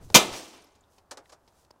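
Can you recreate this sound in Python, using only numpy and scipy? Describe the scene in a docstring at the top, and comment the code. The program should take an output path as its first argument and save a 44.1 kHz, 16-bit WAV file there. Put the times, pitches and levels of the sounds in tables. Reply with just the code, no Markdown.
"""Crowbar on a windscreen

A steel crowbar hits a car windscreen once, outdoors: a brief burst of crackling clicks, a low sine thump,
and the ring of pane and bar as decaying sines. Trees scatter the blow back as dense noise tails.
Glass dust sprays as shaped clicks and crumbs trickle as tiny sines. A second later a fragment lands and bounces,
probably on the bonnet; shaped noise and clicks make the clothes and grass rustle as the man steps back."""
import sys
import numpy as np
from scipy import signal
from scipy.fft import rfft, irfft, next_fast_len
from scipy.io import wavfile

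SR = 44100
rng = np.random.default_rng(int(sys.argv[2]) if len(sys.argv) > 2 else 0)


def master(y):
    """Save y as 16-bit WAV."""
    cut = np.clip(np.atleast_2d(y).T, -1, 1)
    pcm = np.round(cut * 32767)  # scale
    wavfile.write(sys.argv[1], SR, pcm.astype(np.int16))


N = 79380
T = np.arange(N) / SR  # seconds

# Steady outdoor rush. Each row: frequency in Hz, relative level in dB per Hz.
OUTDOORS_COLOUR = [(20, -2.5), (45, 0), (75, 6.5), (150, -4.5), (400, -2.5), (900, -3), (1400, -9),
                   (2200, -21.5), (6000, -26), (11000, -28.5), (16000, -34)]
OUTDOORS_DB = -66

# Clothes and grass brush. Each row: centre in seconds, level in dB, half length in seconds.
BRUSHES = [(.045, -62, 0.023), (.12, -61.5, 0.024), (.95, -70.5, 0.038), (1.29, -72.5, 0.044),
           (1.5, -77.5, 0.062), (1.605, -69.5, 0.039)]
# Colour of cloth and grass. Each row: frequency in Hz, relative level in dB per Hz.
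CLOTH_COLOUR = [(200, -10), (1500, -10.5), (3000, -5), (6000, -0.5), (10000, -4.5), (16000, -12.5)]
# Twigs and leaves snap underfoot. Each row: start in seconds, snap level in dB, thud level in dB, t60 in seconds.
SNAPS = [(.1000, -46, -36.5, 0.02), (.749, -65, -62.5, 0.11), (.980, -58, -57.5, 0.067),
         (1.476, -61.5, -62, 0.086), (1.648, -61.5, -73, .02), (1.7056, -56.5, -48, .016),
         (1.737, -84, -60.5, .03), (1.759, -86, -56, 0.019)]
# Bright part of a snap. Each row: frequency in Hz, relative level in dB per Hz.
SNAP_COLOUR = [(500, -35.5), (2200, 0.5), (3200, -0.5), (5200, 1.5), (8000, -8.5), (16000, -21)]
# Dull part of a snap. Each row: frequency in Hz, relative level in dB per Hz.
THUD_COLOUR = [(60, -18.5), (180, -6.5), (350, -2), (900, -1), (1300, -14.5), (2500, -25.5), (16000, -53)]

# The bar swishes on its way down. Each row: centre in seconds, level in dB, half length in seconds.
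SWISHES = [(.02, -55.5, 0.023), (.125, -53.5, .025)]
# Colour of the swish. Each row: frequency in Hz, relative level in dB per Hz.
SWISH_COLOUR = [(100, -7.5), (300, 2), (700, -5), (1400, -15.5), (4000, -26.5), (16000, -55)]
# Air from the swing buffets the microphone. Each row: centre in seconds, level in dB, half length in seconds.
BUFFETS = [(.028, -44.5, .02), (.066, -41, .008), (.110, -39, .008), (.318, -47.5, .02)]
# Colour of the buffets. Each row: frequency in Hz, relative level in dB per Hz.
BUFFET_COLOUR = [(15, -0.5), (40, -1), (110, -0.5), (200, -13.5), (400, -26.5), (1400, -48.5), (16000, -85)]

# Returns from the trees. Each row: delay after the hit in seconds, level in dB, rise in seconds, bass t60 in seconds.
ECHOES = [(.03, -35, 0.03, 1), (0.169, -37, 0.022, 0.48), (.375, -51, 0.015, .6)]
# Colour of the returns. Each row: frequency in Hz, relative level in dB per Hz.
TREES_COLOUR = [(50, -16), (170, -8), (340, 5.5), (480, -1), (700, 1.5), (1200, -3.5), (1700, -9.5),
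                (2100, -7), (3400, -7), (6000, -11.5), (9000, -19), (16000, -31.5)]
TREES_TREBLE_SHARE = 0.82  # treble t60 over bass t60
RING_ECHO_DB = -12.5  # the ringing within the returns

# Chips and other small hard things tick. Each row: start in seconds, pitch in Hz, level in dB, t60 in seconds.
TICKS = [(.573, 9700, -63, .04), (.618, 9400, -64, .05), (.620, 5700, -59, .05), (.642, 11700, -63, .04),
         (.644, 5200, -62, .04), (.670, 5300, -63, .04), (.720, 6300, -69, .06), (.754, 6800, -66, .05),
         (.808, 7100, -64, .04), (.838, 3600, -69, .06), (1.257, 1900, -55, .022), (1.257, 3650, -60, .018),
         (1.7095, 5100, -47, .014)]
TICK_WIDTH = 0.11  # bandwidth over pitch

# A fragment lands and bounces. Each row: start in seconds, clatter level in dB, panel level in dB, rise in seconds.
BOUNCES = [(1.109, -38, -43, 0.0051), (1.171, -45.5, -45.5, .002), (1.292, -55.5, -60, 0.0061),
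           (1.319, -51, -54, 0.0079)]
# Bright clatter. Each row: frequency in Hz, relative level in dB per Hz.
CLATTER_COLOUR = [(300, -29), (1200, 6.5), (2600, -2), (5500, 4.5), (8000, -1.5), (11000, -11),
                  (16000, -26)]
# Duller panel. Each row: frequency in Hz, relative level in dB per Hz.
PANEL_COLOUR = [(80, -48), (260, -4), (450, -0.5), (660, 4), (1250, -4), (2000, -14.5), (6000, -36),
                (16000, -61)]
CLATTER_T60_S, PANEL_T60_S = .075, .18

CRUMB_FROM_S, CRUMBS_PER_S, CRUMB_MEAN_T60_S = .22, 400, .01
CRUMB_LOW_HZ, CRUMB_HIGH_HZ, CRUMB_DB_PER_OCTAVE = 4200, 10500, -3
CRUMB_FIRST_DB, CRUMB_FADE_DB_PER_S, CRUMB_SCATTER_DB = -38, 68.5, 9

# Fine glass dust sprays onto the car. Each row: centre in seconds, level in dB, half length in seconds.
SPRAYS = [(.365, -44.5, 0.0294), (.44, -53, 0.058), (.56, -73, 0.053)]
# Colour of the dust. Each row: frequency in Hz, relative level in dB per Hz.
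SPRAY_COLOUR = [(1000, -20), (3400, -7), (4500, -6), (5500, -1.5), (7000, -7.5), (9000, -10.5),
                (11000, -18.5), (16000, -21)]

HIT_S = .1436
# Modes of pane and bar. Each row: frequency in Hz, level in dB, t60 in seconds.
RINGS = [(197, -26, .3), (218, -28, .28), (369, -27, .36), (516, -26, .33), (630, -31, .36),
         (697, -26, .27), (1003, -28, .22), (1073, -27, .2), (1170, -25, .27), (1292, -23, .26),
         (1732, -29, .26), (2086, -19, .2), (2331, -15, .15), (2416, -16, .14), (2613, -20, .14),
         (2732, -19, .16), (3072, -19, .18), (3480, -21, .16), (3638, -22, .18), (4038, -23, .16),
         (4760, -24, .17), (4945, -25, .2), (5972, -21, .17), (6205, -21, .18), (6480, -20, .13),
         (7125, -25, .15), (8599, -26, .13)]
RING_RISE_S = 0.0058
# Colour of the breaking pane. Each row: frequency in Hz, relative level in dB per Hz.
GLASS_COLOUR = [(40, -21), (120, -6.5), (220, -7.5), (450, -6), (720, -3), (1300, -4), (1560, -6.5),
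                (1660, -21.5), (1800, -9), (1980, -9.5), (2100, -3.5), (2220, -12), (2340, 1), (2500, -5.5),
                (3100, -0.5), (3800, -3.5), (4800, -6), (6300, -2.5), (9000, -13.5), (12500, -15.5),
                (16000, -21)]
CRACK_DB, CRACKS_PER_S, CRACK_SCATTER_DB = -4.5, 9000, 2.5
CRACK_START, CRACK_RISE_S, CRACK_HOLD_S, CRACK_T60_S = 0.46, .007, 0.009, .085  # start: share of full strength
# The brightest splitting. Each row: frequency in Hz, relative level in dB per Hz.
SPLIT_COLOUR = [(1000, -25), (4000, -8.5), (6500, -0.5), (12000, 0), (16000, -5.5)]
SPLIT_DB, SPLIT_RISE_S, SPLIT_T60_S = -14.5, 0.0073, .06  # comes at peak load
BULGE_HZ, BULGE_DB, BULGE_DELAY_S, BULGE_HALF_S = 207.4, -12.5, .018, .0035  # the pane gives way under the bar
# The car's after-ring. Each row: frequency in Hz, relative level in dB per Hz.
SHELL_COLOUR = [(50, -16.5), (130, -10.5), (260, -1), (750, 2), (1300, -4), (1650, -12.5), (2400, -7),
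                (3600, -2), (4800, -12), (7000, -11), (10000, -15.5), (16000, -30.5)]
SHELL_DB, SHELL_RISE_S, SHELL_LOW_T60_S, SHELL_HIGH_T60_S = -18, 0.026, .4, .26

CEILING, TOP_HZ = 0.96, 15750  # full scale is 1


def undb(db):
    """Decibels to gain."""
    return 10 ** (np.asarray(db) / 20)


def colour(x, points):
    """Causal filter through (Hz, dB) points that keeps the power of white noise."""
    size = 2 * next_fast_len(N)
    hz, db = np.array(points).T
    bins = np.fft.rfftfreq(size, 1 / SR)
    gain = undb(np.interp(np.log(bins + 1), np.log(hz), db))
    # folding the cepstrum gives minimum phase, so nothing sounds early
    cepstrum = irfft(np.log(gain / np.sqrt(np.mean(gain ** 2))))
    cepstrum[1:size // 2] *= 2
    cepstrum[size // 2 + 1:] = 0
    return irfft(rfft(x, size) * np.exp(rfft(cepstrum)), size)[:N]


def noise():
    """White noise, rms 1."""
    return rng.standard_normal(N)


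def clicks(rate, scatter_db):
    """Random clicks of uneven size, rms 1; rate is per second."""
    happens = rng.random(N) < rate / SR
    x = happens * np.sign(noise()) * undb(scatter_db * noise())
    return x / np.std(x)


def burst(start, rise, t60, hold=0, first=0):
    """Envelope: straight rise from a first share, hold, exponential release."""
    age = T - start
    attack = np.clip(first + (1 - first) * age / rise, 0, 1)
    release = np.exp(-np.log(1000) * np.maximum(age - rise - hold, 0) / t60)
    return (age >= 0) * attack * release


def swells(rows):
    """Envelope of smooth swells from (s, dB, half length s) rows."""
    return sum(undb(db) * np.exp(-.5 * ((T - at) / half) ** 2) for at, db, half in rows)


def tail(start, rise, low_t60, high_t60):
    """Dense ringing whose decay time goes from bass to treble, band by band."""
    edges = [0, 250, 500, 1000, 2000, 4000, 8000, SR]  # Hz
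    spectrum, hz = rfft(noise()), np.fft.rfftfreq(N, 1 / SR)
    t60s = np.geomspace(low_t60, high_t60, len(edges) - 1)
    out = np.zeros(N)
    for low, high, t60 in zip(edges, edges[1:], t60s):
        band = irfft(spectrum * ((hz >= low) & (hz < high)), N)
        out += band * burst(start, rise, t60)
    return out


def outdoors():
    """Faint, steady distant rush of coloured noise."""
    return undb(OUTDOORS_DB) * colour(noise(), OUTDOORS_COLOUR)


def movement():
    """Each snap underfoot pairs bright clicks with a dull thud; cloth and grass brush in soft swells."""
    snap = sum(undb(db) * burst(at, 0.0015, t60) for at, db, _, t60 in SNAPS)
    thud = sum(undb(db) * burst(at, 0.003, t60) for at, _, db, t60 in SNAPS)
    brush = colour(swells(BRUSHES) * clicks(6000, 4), CLOTH_COLOUR)
    return colour(snap * clicks(8900, 3), SNAP_COLOUR) + colour(thud * noise(), THUD_COLOUR) + brush


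def swing():
    """The bar swishes through the air, and puffs buffet the microphone."""
    swish = colour(swells(SWISHES) * noise(), SWISH_COLOUR)
    return swish + colour(swells(BUFFETS) * noise(), BUFFET_COLOUR)


def trees():
    """The crash and its ringing come back smeared from the shed and the wood's edge."""
    returns = np.zeros(N)
    for delay, db, rise, t60 in ECHOES:
        returns += undb(db) * tail(HIT_S + delay, rise, t60, t60 * TREES_TREBLE_SHARE)
    ring = rings()[int(HIT_S * SR):]
    ring_echo = signal.fftconvolve(returns, ring / np.linalg.norm(ring))[:N]
    return colour(returns, TREES_COLOUR) + undb(RING_ECHO_DB) * ring_echo


def ticks():
    """Chips and other small hard things tick and tinkle, each noise through one resonance."""
    out = np.zeros(N)
    for at, hz, db, t60 in TICKS:
        b, a = signal.iirpeak(hz, 1 / TICK_WIDTH, fs=SR)
        # a narrow resonance passes little noise: bring it back to about rms 1
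        ring = signal.lfilter(b, a, noise()) / np.sqrt(np.pi * TICK_WIDTH * hz / SR)
        out += undb(db) * burst(at, 0.00088, t60) * ring
    return out


def fragment():
    """Each landing is a bright clatter and a duller ring of the panel."""
    clatter = sum(undb(db) * burst(at, rise, CLATTER_T60_S) for at, db, _, rise in BOUNCES)
    panel = sum(undb(db) * burst(at, rise, PANEL_T60_S) for at, _, db, rise in BOUNCES)
    return colour(clatter * clicks(8000, 3.5), CLATTER_COLOUR) + colour(panel * noise(), PANEL_COLOUR)


def crumbs():
    """Tiny bits of glass tinkle down, each a sine at its own pitch, on the whole ever fainter."""
    out, age = np.zeros(2 * N), T[:SR // 10]
    for k, (when, pitch, size, length) in enumerate(rng.random((400, 4))):
        after = (k + when) / CRUMBS_PER_S
        hz = CRUMB_LOW_HZ * (CRUMB_HIGH_HZ / CRUMB_LOW_HZ) ** pitch
        db = CRUMB_FIRST_DB - CRUMB_FADE_DB_PER_S * after
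        db += CRUMB_DB_PER_OCTAVE * np.log2(hz / CRUMB_LOW_HZ)
        db += CRUMB_SCATTER_DB * (2 * size - 1)
        t60 = CRUMB_MEAN_T60_S * (.5 + length)
        at = min(int((CRUMB_FROM_S + after) * SR), N)
        out[at:at + len(age)] += undb(db - 60 * age / t60) * np.sin(2 * np.pi * hz * age)
    return out[:N]


def spray():
    """A hiss of countless grains: dense clicks under smooth swells."""
    return colour(swells(SPRAYS) * clicks(6100, 4.0), SPRAY_COLOUR)


def rings():
    """Pane and bar ring in their modes, each a decaying sine."""
    out = np.zeros(N)
    for hz, db, t60 in RINGS:
        out += undb(db) * burst(HIT_S, RING_RISE_S, t60) * np.sin(2 * np.pi * hz * (T - HIT_S))
    return out


def windscreen():
    """Cracks strengthen as the bar sinks in and the pane bulges; the car body rings on."""
    load = burst(HIT_S, CRACK_RISE_S, CRACK_T60_S, CRACK_HOLD_S, CRACK_START)
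    cracks = undb(CRACK_DB) * colour(load * clicks(CRACKS_PER_S, CRACK_SCATTER_DB), GLASS_COLOUR)
    peak_load = burst(HIT_S, SPLIT_RISE_S, SPLIT_T60_S)
    split = undb(SPLIT_DB) * colour(peak_load * clicks(CRACKS_PER_S, CRACK_SCATTER_DB), SPLIT_COLOUR)
    bulge = swells([(HIT_S + BULGE_DELAY_S, BULGE_DB, BULGE_HALF_S)])
    thump = bulge * np.sin(2 * np.pi * BULGE_HZ * (T - HIT_S))
    after_ring = tail(HIT_S, SHELL_RISE_S, SHELL_LOW_T60_S, SHELL_HIGH_T60_S)
    shell = undb(SHELL_DB) * colour(after_ring, SHELL_COLOUR)
    return cracks + split + thump + rings() + shell


def scene():
    """All sources at one microphone."""
    surroundings = outdoors() + movement() + swing() + trees()
    debris = ticks() + fragment() + crumbs() + spray()
    return (surroundings + debris + windscreen())[None]


def record(dry):
    """The microphone rounds the loudest peaks; the top is cut."""
    rounded = CEILING * np.tanh(dry / CEILING)
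    top_cut = signal.ellip(10, .2, 70, TOP_HZ, fs=SR, output="sos")
    return signal.sosfilt(top_cut, rounded)


dry = scene()
out = record(dry)
master(out)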